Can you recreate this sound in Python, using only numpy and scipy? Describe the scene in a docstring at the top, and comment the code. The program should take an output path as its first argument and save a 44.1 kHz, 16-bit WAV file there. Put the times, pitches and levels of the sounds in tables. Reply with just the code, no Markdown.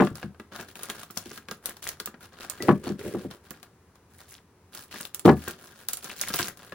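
"""Thin plastic bags of model parts rustle and snap as a hand lifts, turns and puts them down.
Creases flip in the film; the parts inside slide, tap each other and thud on the table.
The arm bumps and rubs a camera stand, which carries dull knocks straight to the microphones,
and something small clinks. A small, quiet room surrounds it."""
import sys
import numpy as np
from scipy import signal
from scipy.fft import rfft, irfft, next_fast_len
from scipy.io import wavfile
from scipy.ndimage import uniform_filter1d, minimum_filter1d, map_coordinates

SR = 44100
rng = np.random.default_rng(int(sys.argv[2]) if len(sys.argv) > 2 else 0)


def master(y):
    """Save y as 16-bit WAV."""
    cut = np.clip(np.atleast_2d(y).T, -1, 1)
    pcm = np.round(cut * 32767)  # scale
    wavfile.write(sys.argv[1], SR, pcm.astype(np.int16))


N = 297234

# distinct snaps of the film (time [s], level [dB], crease pitch [Hz])
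SNAP_EVENTS = [(0.154, -26.5, 5430), (0.398, -42, 2560), (0.5601, -29, 4600), (0.609, -28, 3600),
               (0.7545, -30, 2820), (0.832, -18.5, 11400), (0.8987, -17.5, 3330), (0.9935, -30.5, 3560),
               (1.0317, -27.5, 3420), (1.1074, -27.5, 16000), (1.1727, -14, 5100), (1.3748, -27.5, 4080),
               (1.4845, -29, 3400), (1.511, -22.5, 3950), (1.657, -12.5, 10400), (1.6933, -24.5, 11100),
               (1.767, -32, 4330), (1.8723, -23.5, 3630), (1.8886, -15.5, 5440), (1.9995, -19.5, 3770),
               (2.0577, -16.5, 15400), (2.4977, -16.5, 8050), (2.6226, -19, 4500), (3.5063, -26.5, 15070),
               (3.6284, -32, 3940), (3.9544, -45.5, 4380), (4.2034, -36.5, 4110), (4.7486, -24, 15180),
               (5.0511, -22.5, 3620), (5.1447, -17, 10600), (5.1935, -22.5, 9100), (5.257, -17, 2900),
               (5.4811, -19.5, 15200), (5.8851, -11.5, 11500), (5.9322, -12.5, 11100), (5.9704, -21, 10500),
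               (6.0427, -22, 7010), (6.2123, -9.5, 6450), (6.2836, -17, 11500), (6.3421, -15.5, 15300),
               (6.359, -13.5, 15700), (6.389, -11.5, 2920), (6.4824, -19, 11800), (6.5717, -32, 15100)]
# finger strokes on the bag (start [s], end [s], film crinkle [dB], sliding parts [dB])
FINGER_STROKES = [(0, 0.057, -45.5, -45), (0.151, 0.24, -53.5, -52), (0.516, 0.608, -54.5, -47),
                  (0.672, 0.71, -50, -56.5), (0.755, 0.88, -51, -53), (0.888, 1.03, -50, -51.5),
                  (1.14, 1.213, -50.5, -60), (1.253, 1.367, -47, -56), (1.628, 1.711, -57, -56),
                  (1.824, 1.882, -40, -53), (2.205, 2.254, -51.5, -53.5), (2.321, 2.391, -61, -52.5),
                  (2.4, 2.458, -48, -49), (2.505, 2.728, -56.5, -51), (2.83, 2.9, -45.5, -43),
                  (2.985, 3.15, -51, -50.5), (3.17, 3.24, -54, -52), (3.306, 3.311, -45.5, -43.5),
                  (3.437, 3.587, -59.5, -59.5), (4.098, 4.29, -63, -67.5), (4.286, 4.341, -47.5, -59),
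                  (4.722, 4.84, -47.5, -55.5), (4.912, 5.017, -41, -47), (5.251, 5.3, -39, -46),
                  (5.358, 5.519, -44.5, -49), (5.58, 5.843, -54.5, -56), (5.888, 5.981, -48.5, -65),
                  (6.024, 6.134, -44.5, -49.5), (6.163, 6.31, -38.5, -54.5), (6.332, 6.447, -33.5, -44.5),
                  (6.585, 6.734, -56.5, -53.5)]
# spectrum of the wide film (frequency [Hz], level [dB])
FILM_SPECTRUM = [(60, -20.5), (300, -6.5), (700, 0.5), (900, -4), (1300, 3), (1700, -6), (2200, -5),
                 (3000, -6), (5000, -12.5), (16000, -47.5)]


def amp(db):
    """Decibels to gain."""
    return np.exp(np.asarray(db) * (np.log(10) / 20))


def unit(x):
    """Scale to rms 1."""
    return x / np.sqrt(np.mean(x ** 2) + 1e-20)


def along(points, hz):
    """Interpolate (Hz, value) points on a log axis."""
    f, v = np.transpose(points)
    return np.interp(np.log(hz + 1), np.log(f + 1), v)


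def fade(t, t60_s):
    """Decay of 60 dB per t60_s."""
    return np.exp(-np.log(1000) * t / t60_s)


def panned(db):
    """Left and right gains for a level difference."""
    return amp(np.array([np.atleast_1d(db), -np.atleast_1d(db)]) / 2)


def add(track, s, sound):
    """Mix a sound into the track at s seconds."""
    start = max(round(s * SR), 0)
    track[:, start:start + sound.shape[-1]] += sound[..., :N - start]


def wobble(knots_per_s):
    """Smooth random curve."""
    knots = rng.standard_normal(int(N * knots_per_s / SR) + 4)
    return map_coordinates(knots, [np.arange(N) * knots_per_s / SR])


def filtered(x, response):
    """Apply a complex frequency response."""
    n = x.shape[-1]
    m = next_fast_len(n + min(n // 4, SR // 4))
    return irfft(rfft(x, m) * response(np.fft.rfftfreq(m, 1 / SR)), m)[..., :n]


def coloured(x, spectrum, size=4096):
    """Minimum-phase filter that keeps the power of white noise."""
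    cepstrum = irfft(np.log(amp(along(spectrum, np.fft.rfftfreq(size, 1 / SR)))))
    cepstrum[1:size // 2] *= 2
    cepstrum[size // 2 + 1:] = 0
    pulse = irfft(np.exp(rfft(cepstrum)))
    return signal.fftconvolve(x, pulse[None] / np.linalg.norm(pulse), axes=1)[:, :x.shape[-1]]


def diffuse(size):
    """White stereo noise, correlated at the two microphone ports like sound from all sides."""
    # (frequency [Hz], port coherence before clipping [ratio])
    coherence = [(60, 1), (600, 1), (1500, 0.78), (3500, 0.31), (8000, -0.66), (12500, 2), (16000, 8.7)]

    def mid_side(hz):
        angle = np.arccos(np.clip(along(coherence, hz), -1, 1)) / 2
        return np.array([np.cos(angle), np.sin(angle)])

    mid, side = filtered(rng.standard_normal((2, size)), mid_side)
    return np.array([mid + side, mid - side])


def decaying_noise(decay_times, size=SR // 4):
    """Stereo noise with a t60 per frequency."""
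    hz, t, bins = signal.stft(diffuse(size), SR, nperseg=256)
    decay = amp(-60 * t / along(decay_times, hz)[:, None])
    return signal.istft(bins * decay, SR, nperseg=256)[1][:, :size]


def ring(modes, t, scatter_db, detune, attack_cycles):
    """Damped modes of randomised strength and pitch; high ones build up first."""
    hz, db, t60_s = np.transpose(modes)[:, :, None]
    strength, shift = rng.standard_normal((2, len(modes), 1))
    attack = 1 - np.exp(-t * hz / attack_cycles)
    envelope = amp(db + scatter_db * strength) * attack * fade(t, t60_s)
    return np.sum(envelope * np.cos(2 * np.pi * hz * (1 + detune * shift) * t), axis=0)


def grains(per_s, spread_db, t60_s):
    """Gain curve of tiny uneven bursts, rms 1."""
    fires = rng.random(N) < per_s / SR
    size = np.minimum(rng.exponential(size=N), 3)
    power = fires * amp(spread_db * size) ** 2
    return unit(np.sqrt(signal.lfilter([1], [1, -fade(2 / SR, t60_s)], power)))


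def stroke(length_s, rise_s=.012, t60_s=.2, arch_db=1):
    """Gain of one movement: sets in, is fastest halfway, dies away."""
    t = np.arange(SR // 2) / SR
    speed = np.sin(np.pi * np.minimum(t / max(length_s, rise_s), 1))
    release = fade(np.maximum(t - length_s, 0), t60_s)
    return np.minimum(t / rise_s, 1) * amp(arch_db * (speed - 1.5)) * release


def room_tone():
    """Faint, low rush of the room's air."""
    # (frequency [Hz], level [dB])
    air_spectrum = [(15, -47), (25, -36), (87, -1.5), (120, -7.5), (175, -9), (326, -15), (373, -9.5),
                    (607, -22), (962, -18.5), (3340, -34), (5880, -33.5), (8360, -37), (16000, -37)]
    return amp(-59 + .48 * wobble(3.8)) * unit(coloured(diffuse(N), air_spectrum))


def reflections(x):
    """Short reverberation from table and walls."""
    # (frequency [Hz], t60 [s])
    room_decay = [(100, 0.54), (1000, 0.21), (6000, 0.17), (16000, 0.12)]
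    tail = np.pad(decaying_noise(room_decay), ((0, 0), (SR // 300, 0)))
    return signal.fftconvolve(x, tail / np.linalg.norm(tail[0]), axes=1)[:, :N]


def clinks(t60_s=.1):
    """Something small and hard rings with one thin tone as the arm reaches the stand."""
    # (time [s], level [dB], pitch [Hz])
    clink_events = [(2.604, -34, 1970), (2.622, -42.5, 4580), (2.867, -44, 4400)]
    out = np.zeros((2, N))
    t = np.arange(SR // 4) / SR
    for s, db, hz in clink_events:
        add(out, s, amp(db) * np.sin(2 * np.pi * hz * t) * fade(t, t60_s))
    return out


def arm_rub():
    """Skin sticks and slips along the stand in a hollow scrape."""
    # (start [s], end [s], level [dB])
    rub_events = [(2.61, 2.74, -28), (2.82, 2.92, -38.5), (2.978, 3.2, -32), (3.205, 3.32, -49)]
    # (frequency [Hz], level [dB])
    skin_spectrum = [(30, -40), (80, -8.5), (130, -7), (200, -8), (260, -7.5), (370, 2.5), (600, -8.5),
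                     (900, -45.5), (1700, -23.5), (4000, -33)]
    slips = grains(per_s=220, spread_db=2.5, t60_s=.04)
    pressure = np.zeros((1, N))
    for start, end, db in rub_events:
        add(pressure, start, amp(db) * stroke(end - start, rise_s=.025, t60_s=.52, arch_db=8.5))
    return pressure * unit(coloured(diffuse(N) * slips, skin_spectrum))


def stand_knocks(rebound_cutoff_ratio=1.28, min_rebound_s=.002):
    """Each bump cracks, rings the stand and rattles its joints; soft contacts leave only low modes."""
    # arm on stand (time [s], force [dB], contact cutoff [Hz], rebound delay [s])
    bumps = [(0.001, -15.5, 1700, 0.0048), (0.021, -15, 1600, 0.0015), (0.113, -17.5, 108, 0),
             (0.239, -18, 132, 0), (1.259, -37.5, 353, 0), (2.603, -29.5, 496, 0.00088),
             (2.684, -11, 1305, 0.0063), (2.709, -18.5, 1560, 0.00017), (2.869, -26, 644, 0),
             (2.899, -20.5, 322, 0), (3.057, -31.5, 560, 0), (3.147, -23, 570, 0), (3.247, -24, 274, 0),
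             (5.252, -7.5, 570, 0.0067), (5.278, -6.5, 1140, .013), (5.326, -19.5, 586, 0.00019),
             (6.397, -36.5, 892, 0)]
    # (frequency [Hz], level [dB], t60 [s])
    stand_modes = [(79.4, -19.5, 0.37), (123.7, -13, 0.21), (151.9, -7.5, 0.17), (197, -4.5, 0.2),
                   (300, -11, 0.066), (350, -1.5, 0.12), (368, -3, 0.069), (438.5, -8.5, 0.077),
                   (455.6, -11, 0.085), (588.5, -12, 0.14), (734.7, -10, 0.11), (773, -7.5, 0.086),
                   (828, -13, .09), (882, -12.5, 0.045), (1007, -9.5, 0.074), (1123, -12.5, 0.11),
                   (1198, -18, 0.13), (1340, -28, 0.09), (1715, -20.5, 0.17), (1954, -24, 0.076),
                   (2940, -25.5, .04)]
    # joint rattle (frequency [Hz], level [dB])
    rattle_spectrum = [(30, -63.5), (100, -20), (200, 6.5), (400, 3), (550, -9), (1100, -7), (1800, -10),
                       (2600, -9.5), (6000, -9), (16000, -25)]
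    # joint rattle (frequency [Hz], t60 [s])
    rattle_decay = [(100, 0.26), (500, 0.15), (1500, 0.12), (5000, 0.026)]
    # contact crack (frequency [Hz], level [dB])
    impact_spectrum = [(100, -18.5), (400, -3), (1000, -1.5), (2000, -7), (3500, -24), (8000, -21)]
    touches = [(s, db, hz) for s, db, hz, _ in bumps]
    rebounds = [(s + delay_s, db, hz * rebound_cutoff_ratio)
                for s, db, hz, delay_s in bumps if delay_s > min_rebound_s]
    out = np.zeros((2, N))
    t = np.arange(SR // 4) / SR
    for s, db, cutoff_hz in touches + rebounds:
        modes = ring(stand_modes, t, scatter_db=1.2, detune=.003, attack_cycles=.5)
        rattle = amp(-4) * coloured(decaying_noise(rattle_decay), rattle_spectrum)
        impact = amp(2) * coloured(diffuse(len(t)) * fade(t, .012), impact_spectrum)
        contact = signal.butter(2, cutoff_hz, fs=SR)
        add(out, s, amp(db) * signal.lfilter(*contact, impact + modes + rattle))
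    # high-pass softens the knocks' onset peak and removes DC thump
    return signal.lfilter(*signal.butter(2, 90, "high", fs=SR), out)


def part_taps(typical_tap_db=-29):
    """Light parts clack, the bag rattles around them, the table thuds below."""
    # (time [s], level [dB])
    tap_events = [(0.071, -22), (0.229, -23.5), (0.346, -45), (0.398, -31), (0.521, -36), (0.597, -27),
                  (0.622, -33), (0.903, -35), (1.102, -37), (1.171, -28.5), (1.311, -33), (1.377, -29.5),
                  (1.486, -29), (1.512, -23.5), (2.0, -29.5), (2.074, -26.5), (2.142, -36.5),
                  (2.442, -30.5), (3.508, -30), (4.941, -30), (5.477, -19), (6.303, -24), (6.342, -20),
                  (6.395, -16), (6.482, -25), (6.722, -26.5)]
    # (frequency [Hz], level [dB], t60 [s])
    part_modes = [(690, -5, .04), (930, -8, .03), (1190, -2, .04), (1380, -2, .035), (1620, 0, .055),
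                  (1900, -6, .035), (2750, -7, .025)]
    # (frequency [Hz], level [dB])
    thud_spectrum = [(30, -25), (90, -5.5), (200, -1), (420, -2), (700, -18.5), (1500, -10), (5000, -63.5)]
    clack, rattle, thud = np.zeros((3, 2, N))
    t = np.arange(SR // 10) / SR
    for s, db in tap_events:
        modes = ring(part_modes, t, scatter_db=2.5, detune=.035, attack_cycles=.4)
        add(clack, s, amp(db - 12) * modes)
        add(rattle, s, amp(db - 9.5) * diffuse(len(t)) * fade(t, .031))
        thud_db = -40 + .71 * (db - typical_tap_db)
        add(thud, s, amp(thud_db) * diffuse(len(t)) * fade(t, .077))
    return clack + coloured(rattle, FILM_SPECTRUM) + coloured(thud, thud_spectrum)


def film_response_db(snap_db, crease_hz, typical_db=-22, typical_hz=5000):
    """The wide film answers strong snaps more, small high creases less."""
    return -30 + .59 * (snap_db - typical_db) - 4 * np.log2(crease_hz / typical_hz)


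def micro_creases(spread_db, cycles, count=1100, size=256, low_hz=1700, high_hz=15500):
    """Scattered pings, each a few cycles at its own pitch and place; rms 1."""
    when, pitch, strength, place = rng.random((4, count, 1))
    hz = low_hz * (high_hz / low_hz) ** pitch
    t = np.arange(size) / SR
    loudness = amp(spread_db * np.minimum(-np.log(1 - strength), 3))
    pings = loudness * np.sqrt(hz) * np.sin(2 * np.pi * hz * t) * fade(t, cycles / hz)
    index = ((when * (N - size)).astype(int) + np.arange(size)).ravel()
    channels = [np.bincount(index, (pings * gain).ravel(), N) for gain in panned(12 * (place - .5))]
    return unit(np.array(channels))


def bag_rustle(strain_lead_s=.0088, jerk_db=1.5, jerks_per_s=20, split_hz=6000):
    """In each stroke and around each snap, tiny creases give way and parts slide over the film."""
    # (frequency [Hz], level [dB])
    crinkle_spectrum = [(200, -48.5), (1200, -13), (2100, -3), (3000, 0.5), (4800, 1), (7000, 0.5),
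                        (9000, -1), (12000, 2), (15500, 3), (16400, -2.5)]
    # (frequency [Hz], level [dB])
    slide_spectrum = [(40, -13.5), (120, -2), (300, -2), (700, -4), (900, -6), (1250, -2.5), (1650, -1),
                      (2100, -11.5), (4000, -10.5), (16000, -41.5)]
    gains = np.zeros((2, N))  # rows: crinkle, slide
    for start, end, crinkle_db, slide_db in FINGER_STROKES:
        add(gains, start - .005, amp([[crinkle_db], [slide_db]]) * stroke(end - start))
    settling = amp([[-26], [-24]]) * stroke(length_s=.019)
    for s, db, hz in SNAP_EVENTS:
        add(gains, s - strain_lead_s, amp(film_response_db(db, hz)) * settling)
    crinkle_gain, slide_gain = gains * amp(jerk_db * wobble(jerks_per_s))
    creases = grains(per_s=380, spread_db=6, t60_s=.008)
    crinkle = unit(coloured(diffuse(N) * (creases + amp(-3)), crinkle_spectrum))
    crinkle = unit(crinkle + amp(-3) * micro_creases(spread_db=6, cycles=9))
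    # bending shifts the sound between low creases and high fizz
    low = filtered(crinkle, lambda hz: 1 / (1 + (hz / split_hz) ** 4))
    bend_db = 2 * wobble(16)
    crinkle = low * amp(bend_db) + (crinkle - low) * amp(-bend_db)
    scrapes = grains(per_s=200, spread_db=2.5, t60_s=.04)
    slide = unit(coloured(diffuse(N) * (creases + scrapes), slide_spectrum))
    return amp(-.4) * crinkle_gain * crinkle + amp(.7) * slide_gain * slide


def stray_snaps(count=8, per_s=12, low_hz=3000, high_hz=10840):
    """Small creases flip by chance in a stroke: (time [s], level [dB], pitch [Hz], film level [dB])."""
    rows = []
    for start, end, crinkle_db, slide_db in FINGER_STROKES:
        wait, size, pitch = rng.random((3, count))
        times_s = start + (np.arange(count) + wait) / per_s
        pitches_hz = low_hz * (high_hz / low_hz) ** pitch
        boosts_db = 10 + 8 * (size - .5)
        rows += [(s, crinkle_db + db, hz, slide_db + db)
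                 for s, db, hz in zip(times_s, boosts_db, pitches_hz) if s < end]
    return rows


def bag_snaps():
    """A crease flips with a crack and a brief pitched ring; the wide film answers lower."""
    crack, ping, film = np.zeros((3, 2, N))
    t = np.arange(SR // 20) / SR
    crack_decay = fade(t, .0049) + amp(-11.5) * fade(t, .085)
    distinct = [(s, db, hz, film_response_db(db, hz)) for s, db, hz in SNAP_EVENTS]
    for s, db, hz, film_db in distinct + stray_snaps():
        place = panned(4.1 * rng.standard_normal())
        add(crack, s + .001, amp(db - 7.5) * place * diffuse(len(t)) * crack_decay)
        resonance = signal.iirpeak(hz, Q=4, fs=SR)
        crease = unit(signal.lfilter(*resonance, diffuse(len(t))))
        add(ping, s + .001, amp(db - 9) * place * crease * fade(t, .014))
        add(film, s + .001002, amp(film_db - 10.5) * diffuse(len(t)) * fade(t, .041))
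    # (frequency [Hz], level [dB])
    crack_spectrum = [(200, -63), (1500, -44.5), (2300, -14), (3300, -2), (5000, 0.5), (7000, 2),
                      (9000, -0.5), (11500, 3), (15000, 6), (17000, -9.5)]
    return coloured(crack, crack_spectrum) + ping + coloured(film, FILM_SPECTRUM)


def scene():
    """Bag and parts sound through the air, the stand through its own body."""
    # (frequency [Hz], left minus right [dB])
    stand_balance = [(60, 0.5), (200, 4), (380, -2), (1000, 2)]
    stand = filtered(stand_knocks() + arm_rub(), lambda hz: panned(along(stand_balance, hz)))
    air = room_tone()
    airborne = bag_rustle() + part_taps() + clinks() + bag_snaps()
    return airborne + amp(-10.5) * reflections(airborne) + stand + air


def limited(x, ceiling, size=220):
    """Duck briefly around peaks above the ceiling."""
    needed = np.minimum(1, ceiling / (np.abs(x).max(axis=0) + 1e-9))
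    return x * uniform_filter1d(minimum_filter1d(needed, size), size // 2)


def record(dry):
    """Two microphone ports differing in level and phase, then peak limiter and band limit."""
    # (frequency [Hz], left minus right [dB])
    port_balance = [(100, 0.5), (700, 0), (1300, 3.5), (2400, 4), (4400, 1), (8000, -2), (15000, 1)]
    # (frequency [Hz], left lead [rad])
    port_phase = [(100, 0), (340, .35), (2500, -.1), (4300, .8), (6000, .9), (8000, 1.4), (9600, .1),
                  (10500, -.6), (13200, -3.1), (16000, -5.3)]

    def ports(hz):
        phase_rad = np.array([[.5], [-.5]]) * along(port_phase, hz)
        return panned(along(port_balance, hz)) * np.exp(1j * phase_rad)

    held = limited(filtered(dry, ports), ceiling=.93)
    return filtered(held, lambda hz: hz < 16200)


dry = scene()
out = record(dry)
master(out)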